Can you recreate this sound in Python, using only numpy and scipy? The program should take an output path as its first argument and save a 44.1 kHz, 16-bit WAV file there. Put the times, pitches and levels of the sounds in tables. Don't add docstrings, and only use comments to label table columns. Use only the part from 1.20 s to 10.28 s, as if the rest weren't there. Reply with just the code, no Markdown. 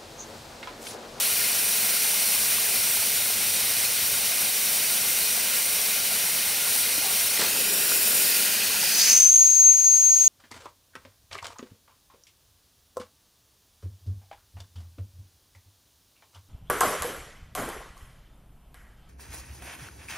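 import sys
import numpy as np
from scipy import signal
from scipy.fft import rfft, irfft
from scipy.io import wavfile
from scipy.ndimage import uniform_filter1d

SR = 44100
rng = np.random.default_rng(int(sys.argv[2]) if len(sys.argv) > 2 else 0)


def generate_wav(signal):
    frames = np.transpose(np.atleast_2d(signal))
    scaled = np.clip(frames, -1, 1) * 32767
    pcm = np.round(scaled).astype(np.int16)
    wavfile.write(sys.argv[1], SR, pcm)


def ratio(d):
    e = np.asarray(d, float) / 20
    return 10 ** e


N = 400412
T = np.arange(N) / SR

# (frequency [Hz], density [dB per Hz])
LEAK_TONE = [(100, -40), (150, -19), (193, -6), (308, -18), (455, -10), (1300, -11.5), (1450, -8),
             (2430, -3), (5700, -4), (7400, -5.5), (8400, 0), (11200, 1.5), (13500, -.5), (15700, -3)]
# (frequency [Hz], density [dB per Hz])
LEAK_SIDE = [(100, -50.5), (190, -23), (310, -32), (460, -31), (1200, -30.5), (1500, -48.5), (5900, -22.5),
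             (6500, -11.5), (8400, -6.5), (11200, -4), (15700, -7)]
# (centre [Hz], width [Hz], lift [dB])
RIPPLES = [(207.6, 91, 5.5), (433, 49, 5), (640, 290, 2.5), (1414, 68, 5), (1764, 83, -6.5), (2118, 54, 5),
           (2446, 165, 3), (2967, 25, 5), (3300, 130, -4.5), (3550, 80, -4.5), (3856, 79, 3), (4270, 48, 8),
           (4690, 65, 4), (5270, 68, 2.5), (5040, 45, -3.5), (5470, 47, 8.5), (5773, 184, 6.5),
           (6470, 97, 1), (6860, 80, 2.5), (6700, 65, -4), (7670, 460, -5.5)]
# (centre [Hz], width [Hz], lift [dB])
SIZZLE_RIPPLES = [(8920, 230, 1), (10050, 1700, -3), (12250, 1200, -5.5), (14440, 700, -3.5)]
# (time [s], jet level [dB])
JET = [(0.0, -25), (0.04, -26.5), (1.19, -26), (2.48, -27.5), (4.1, -26.5), (4.32, -28.5), (4.36, -26),
       (4.47, -27.5), (5.46, -28), (5.52, -25.5), (5.85, -28.5), (5.98, -25.5), (6.22, -28.5), (6.99, -23),
       (7.42, -28.5), (7.75, -27)]
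HISS_FOLLOWS, WASH_FOLLOWS = 0.21, 0.16
LEVER_S, LEVER_RISE_S, LEVER_HISS_DB = 6.95, 0.18, 2

# (time [s], echo delay [ms], echo strength [0-1])
HAND_ECHO = [
    (5.6, 2.1, 0),
    (5.9, 1.25, .3),
    (6.1, .8, .5),
    (6.2, .61, .58),
    (6.3, .525, .55),
    (6.5, .474, .52),
    (7.0, .497, .5),
    (7.45, .53, .55),
    (8, .54, .4),
]
# (centre [Hz], width [Hz], lift [dB])
SHADE = [(1190, 170, -1.5), (1720, 560, 3), (2184, 250, -5), (2610, 250, 4), (232, 115, 4),
         (8020, 560, 1.5), (9400, 950, -2), (12300, 1200, 0)]
SHADE_IN = [6.15, 6.3]

# (frequency [Hz], density [dB per Hz])
RUMBLE_TONE = [(12, -48), (20, -18), (32, -18), (57, -1.5), (92, 3), (113, 2), (140, -32), (170, -5.5),
               (220, -35.5), (370, -120)]
# (time [s], level [dB])
LOW_CUT = [(8.05, 1.5), (8.35, -18), (8.95, -19), (9.08, -1)]
RUMBLE_DB, RUMBLE_DRIFT_DB = -55.5, 1.5
HUM_S, HUM_LENGTH_S, HUM_LIFT_DB, HUM_HZ = 2.3, 1.8, 9, 104

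SWOOP_S, SWOOP_LENGTH_S, SWOOP_DB, SWOOP_RISE_DB = 5.62, 0.308, -41, 24
SWOOP_FROM_HZ, SWOOP_TO_HZ = 290, 870
CUP_S, CUP_DB, CUP_HZ, CUP_HOLD_S, CUP_FADE_DB_PER_S = 6.2, -43.5, 413, 0.75, 16
# (time [s], peak [dB], ring [Hz], decay by 60 dB [s])
KNOCKS = [
    (5.779, -31, 290, .05),
    (6.175, -19, 2000, .014),
    (6.176, -22, 3300, .01),
    (6.194, -22, 400, .025),
    (6.207, -23, 2000, .014),
    (6.217, -21, 1900, .022),
    (6.218, -26, 1000, .02),
    (6.224, -25, 450, .025),
    (6.719, -21, 1450, .022),
    (6.72, -25, 2500, .02),
]
# (time [s], level [dB])
SCRAPE = [(6.186, -70), (6.194, -32), (6.23, -32), (6.27, -37), (6.33, -70)]

# (time [s], level [dB])
FLOW = [
    (7.6, -34),
    (7.66, -30),
    (7.72, -38),
    (7.815, -25.5),
    (7.84, -26),
    (7.92, -21),
    (8.15, -22.5),
    (8.27, -22),
    (9.08, -23.5),
]
# (frequency [Hz], density [dB per Hz])
RUSH_TONE = [(100, -29), (300, -18), (1200, -20.5), (1600, -16), (2500, -9), (3300, -11.5), (4200, -9),
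             (4900, 1.5), (5800, -6.5), (7000, -8), (7650, -19), (8400, 0.5), (9500, -10), (10600, -5.5),
             (12000, -11.5), (14300, -11), (15500, -11)]
LOCK_FROM_S, LOCK_TO_S = 7.858, 8.2
SIZZLE_LOOSE_DB, SIZZLE_LOCKED_DB = -7, 3
BREATH_LOOSE_DB, BREATH_LOCKED_DB = 2, 15
NOTE_HZ, CLIMB_HZ = 6455, 330
TONE_DB, TONE_GROWTH_DB = 7, 40
CALM_S, CALMING_S, WOBBLE_WILD, WOBBLE_CALM, STEADY_PER_DB = 8.28, .1, .8, .24, .08
SAG_S, SAG_DB_PER_S = 8.78, 12
# (time [s], length [s], pitch shift [Hz], level change [dB])
FALTERS = [(8.06, .05, -75, 1.5), (8.085, .016, 0, -8), (8.125, .07, 40, -1.5), (8.215, .07, 50, .6),
           (8.402, .022, 95, 1.2), (8.455, .05, -20, 2.6), (8.5, .045, -30, 3), (8.565, .06, 45, -1.5),
           (8.675, .035, 65, 1.5), (8.74, .05, -10, 2.2), (8.805, .05, 55, -1.2), (8.87, .06, -10, 2.2),
           (8.92, .045, 80, -1.2), (8.992, .022, 105, -6), (9.018, .025, -10, 2.5), (9.047, .03, 55, -2.5),
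           (9.087, .035, 165, 4)]
# (delay [ms], strength [ratio])
LEFT_PATHS = [(.02, 1), (2.4, .15), (19, .08)]
# (delay [ms], strength [ratio])
RIGHT_PATHS = [(0, 1), (3.945, .45), (23, .1)]
# (time [s], gain [dB])
GAIN = [(7.8, 0), (7.9, -2), (8.02, -12), (8.15, -19), (8.55, -21.5), (8.78, -21.5), (9.08, -18)]
BASS_HZ, EDGE_HZ = 150, 15730


def evened(x):
    return x / np.sqrt(np.mean(np.abs(x) ** 2) + 1e-20)


def read(points, hz):
    f, value = np.transpose(points)
    return np.interp(np.log(hz + 1), np.log(f + 1), value)


def curves(rows, t):
    s, *columns = np.transpose(rows)
    return [np.interp(t, s, c) for c in columns]


def bumps(rows, x):
    return sum(height * np.exp(-.5 * ((x - centre) / (width / 2.55)) ** 2) for centre, width, height in rows)


def ramp(t, start_s, end_s):
    return np.clip((t - start_s) / (end_s - start_s), 0, 1)


def grid(size):
    return np.fft.rfftfreq(size, 1 / SR)[:, None], np.arange(4 * N // size + 5) * size / 4 / SR


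def noise(field_db, gain=1):
    a, b = rng.standard_normal((field_db.shape[1], field_db.shape[0], 2)).T
    size = 2 * field_db.shape[0] - 0.5
    spectra = (a + 1j * b) * ratio(field_db) * gain
    x = signal.istft(spectra, nperseg=size, noverlap=size * 3 // 4)[1][:N]
    return x / np.sqrt(size * .75)


def per_band(tone_db, hz, lo, hi):
    inside = (hz > lo) & (hz < hi)
    return tone_db - 10 * np.log10(np.mean(ratio(tone_db) ** 2 * inside))


def drift(count, rate_hz, step):
    b, a = signal.butter(2, min(rate_hz * step * 2, .9))
    return evened(signal.lfilter(b, a, rng.standard_normal(count)))


def patchy(t, hz, frames, bins):
    field = uniform_filter1d(rng.standard_normal((len(t), len(hz))), frames, 0)
    return evened(uniform_filter1d(field, bins, 1)).T


def resonate(x, hz, width):
    turn = np.exp(2j * np.pi * np.cumsum(hz * np.ones(len(x))) / SR)
    r = np.exp(-np.pi * width / SR)
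    return 2 * (turn * signal.lfilter([1 - r], [1, -r], x / turn)).real


def resonate_twice(x, hz, width):
    return evened(resonate(resonate(x, hz, width), hz, width))


def leak():
    hz, t = grid(size=512)
    jet_db = curves(JET, t)[0] + 1.81
    change_db = jet_db - jet_db.mean()
    seep_db = LEVER_HISS_DB * ramp(t, LEVER_S, LEVER_S + LEVER_RISE_S)
    high = 1 / (1 + (6500 / (hz + 1)) ** 8)
    low = 1 / (1 + (hz / 1300) ** 6)
    level_db = jet_db + (1 - high - low) * (seep_db - (1 - HISS_FOLLOWS) * change_db)
    level_db = level_db - low * (1 - WASH_FOLLOWS) * change_db
    patches = patchy(t, hz, frames=25, bins=14)
    spit = drift(len(t), 31, t[1]) * 0.36 * high + drift(len(t), 19, t[1]) * 0.4
    shade_db = bumps(SHADE, hz) * np.interp(t, SHADE_IN, [0, 1])
    level_db = level_db + 0.51 * patches + spit + shade_db

    delay_ms, strength = curves(HAND_ECHO, t)
    reach = 1 / (1 + (hz / 8200) ** 8) / (1 + (4700 / (hz + 1)) ** 6)
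    echo = 1 - strength * reach * np.exp(-2j * np.pi * hz * delay_ms / 1000)
    mid = noise(level_db + per_band(read(LEAK_TONE, hz), hz, 7100, 13950), echo)
    side = noise(level_db + per_band(read(LEAK_SIDE, hz), hz, 7700, 16200) - 3.0)

    fine = np.fft.rfftfreq(N, 1 / SR)
    shaped = rfft(mid) * ratio(bumps(RIPPLES + SIZZLE_RIPPLES, fine) + 3.5)
    side = side + irfft(0.168 * shaped * (fine > 11500), N)
    return irfft(shaped, N) + np.array([side, -side])


def droplets():
    out, t = np.zeros(N), np.arange(400) / SR
    for hz in np.geomspace(700, 9000, 12):
        strength = ratio(4.1 * np.minimum(rng.exponential(1, N), 4))
        hits = strength * (rng.random(N) < 14 / SR)
        ring = np.sin(2 * np.pi * hz * t) * hz * t * np.exp(-hz * t / 2.0)
        out += signal.oaconvolve(hits, ring)[:N] * np.sqrt(hz)
    return ratio(-48) * evened(out)


def rumble():
    hz, t = grid(size=2048)
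    level_db = RUMBLE_DB + RUMBLE_DRIFT_DB * drift(len(t), 4.4, t[1])
    hum_db = bumps([(HUM_S, HUM_LENGTH_S, HUM_LIFT_DB)], t) * bumps([(HUM_HZ, 26, 1)], hz)
    field_db = per_band(read(RUMBLE_TONE, hz), hz, 40, 140) + level_db + hum_db
    field_db = field_db + curves(LOW_CUT, t)[0] - 60 * (hz > 175)
    mid, side = noise(field_db), noise(field_db - 20)
    return np.array([0.92 * mid + side, 1.07 * mid - side])


def hand():
    near = ramp(T, SWOOP_S, SWOOP_S + SWOOP_LENGTH_S)
    swoop = ratio(SWOOP_DB - SWOOP_RISE_DB * (1 - near) ** 2) * (T > SWOOP_S) * (near < 1)
    fade_db = CUP_FADE_DB_PER_S * np.maximum(T - CUP_S - CUP_HOLD_S, 0)
    cup = ratio(CUP_DB - fade_db) * ramp(T, CUP_S - .03, CUP_S)
    rising_hz = SWOOP_FROM_HZ + (SWOOP_TO_HZ - SWOOP_FROM_HZ) * near
    wash_hz = np.where(near < 1, rising_hz, CUP_HZ)
    wash = resonate_twice(rng.standard_normal(N), wash_hz, 240)
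    out = uniform_filter1d(swoop + cup, size=800) * wash

    scrape_db = curves(SCRAPE, T)[0]
    out += ratio(scrape_db) * evened(resonate(rng.standard_normal(N), 1100, 2100))
    out += ratio(scrape_db + 4.0) * evened(resonate(rng.standard_normal(N), 4400, 2600))

    t = T[:SR // 4]
    for s, db, hz, t60 in KNOCKS:
        out[round(s * SR):][:len(t)] += ratio(db - 60 * t / t60) * np.sin(2 * np.pi * hz * t)
    return out


def grip(t):
    return 1 - (1 - ramp(t, LOCK_FROM_S, LOCK_TO_S)) ** 2


def rush():
    hz, t = grid(size=512)
    body_db = curves(FLOW, t)[0]
    sizzle_db = SIZZLE_LOOSE_DB + (SIZZLE_LOCKED_DB - SIZZLE_LOOSE_DB) * grip(t)
    field_db = per_band(read(RUSH_TONE, hz), hz, 4730, 5120) + body_db - 60 * (t < 7.6)
    field_db = field_db + (sizzle_db - 2.0) * (hz > 7650) + 1.0 * drift(len(t), 51, t[1])
    field_db = field_db + 2.1 * patchy(t, hz, frames=40, bins=12)
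    mid = noise(field_db)
    side = noise(field_db - 5.5 - 10 * np.log10(1 + (5500 / (hz + 1)) ** 8))
    return np.array([mid + side, mid - side])


def whistle():
    firm_db = bumps([(s, length, db) for s, length, _, db in FALTERS], T)
    firmer_db = np.maximum(firm_db, 0)
    climb_hz = CLIMB_HZ * (1 - ramp(T, LOCK_FROM_S, LOCK_TO_S))
    hz = NOTE_HZ - climb_hz + bumps([row[:3] for row in FALTERS], T)
    breath_db = curves(FLOW, T)[0] + BREATH_LOOSE_DB + (BREATH_LOCKED_DB - BREATH_LOOSE_DB) * grip(T)
    breath_db = breath_db - 0.86 * firmer_db
    tone_db = TONE_DB - TONE_GROWTH_DB * (1 - grip(T)) + firm_db
    wobble = WOBBLE_WILD + (WOBBLE_CALM - WOBBLE_WILD) * ramp(T, CALM_S - CALMING_S, CALM_S)
    wobble = np.maximum(wobble - STEADY_PER_DB * firmer_db, 0)

    air = rng.standard_normal(N)
    wide = (1 - grip(T)) ** 2
    breath = np.sqrt(1 - wide) * resonate_twice(air, hz + 150, 470)
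    breath += np.sqrt(wide) * resonate_twice(air[::-1], hz, 1080)

    gust = 2 * np.tanh(drift(N, 76, 1 / SR) / 2)
    turns = np.cumsum(hz + wobble * (40 * drift(N, 59.0, 1 / SR) - 35 * gust)) / SR
    tone = ratio(4.8 * wobble * (gust - 0.91 * gust ** 2)) * np.sin(2 * np.pi * turns) * np.sqrt(2)
    tone += ratio(-40) * np.sin(4 * np.pi * turns)

    sag_db = SAG_DB_PER_S * np.maximum(T - SAG_S, 0)
    source = ratio(-sag_db) * (ratio(breath_db) * breath + ratio(tone_db) * tone) * (T > 7.72)
    ears = []
    for paths in (LEFT_PATHS, RIGHT_PATHS):
        ears.append(sum(g * np.roll(source, round(ms * SR / 1000)) * (T > 1) for ms, g in paths))
    return np.array(ears) * ratio([[1.1], [-.6]])


def scene():
    no_bass = signal.butter(6, BASS_HZ, "high", fs=SR, output="sos")
    steam = leak() + droplets() + hand() + rush() + whistle()
    return signal.sosfilt(no_bass, steam) + rumble()


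def band_limit(x):
    return signal.sosfilt(signal.butter(12, 16750, fs=SR, output="sos"), x)


def record(dry):
    ducked = dry * ratio(curves(GAIN, T)[0])
    edge = signal.firwin(801, EDGE_HZ, window=("kaiser", 9), fs=SR)
    limited = signal.oaconvolve(ducked, edge[None], "same")
    return band_limit(limited)


dry = scene()
out = record(dry)
generate_wav(out)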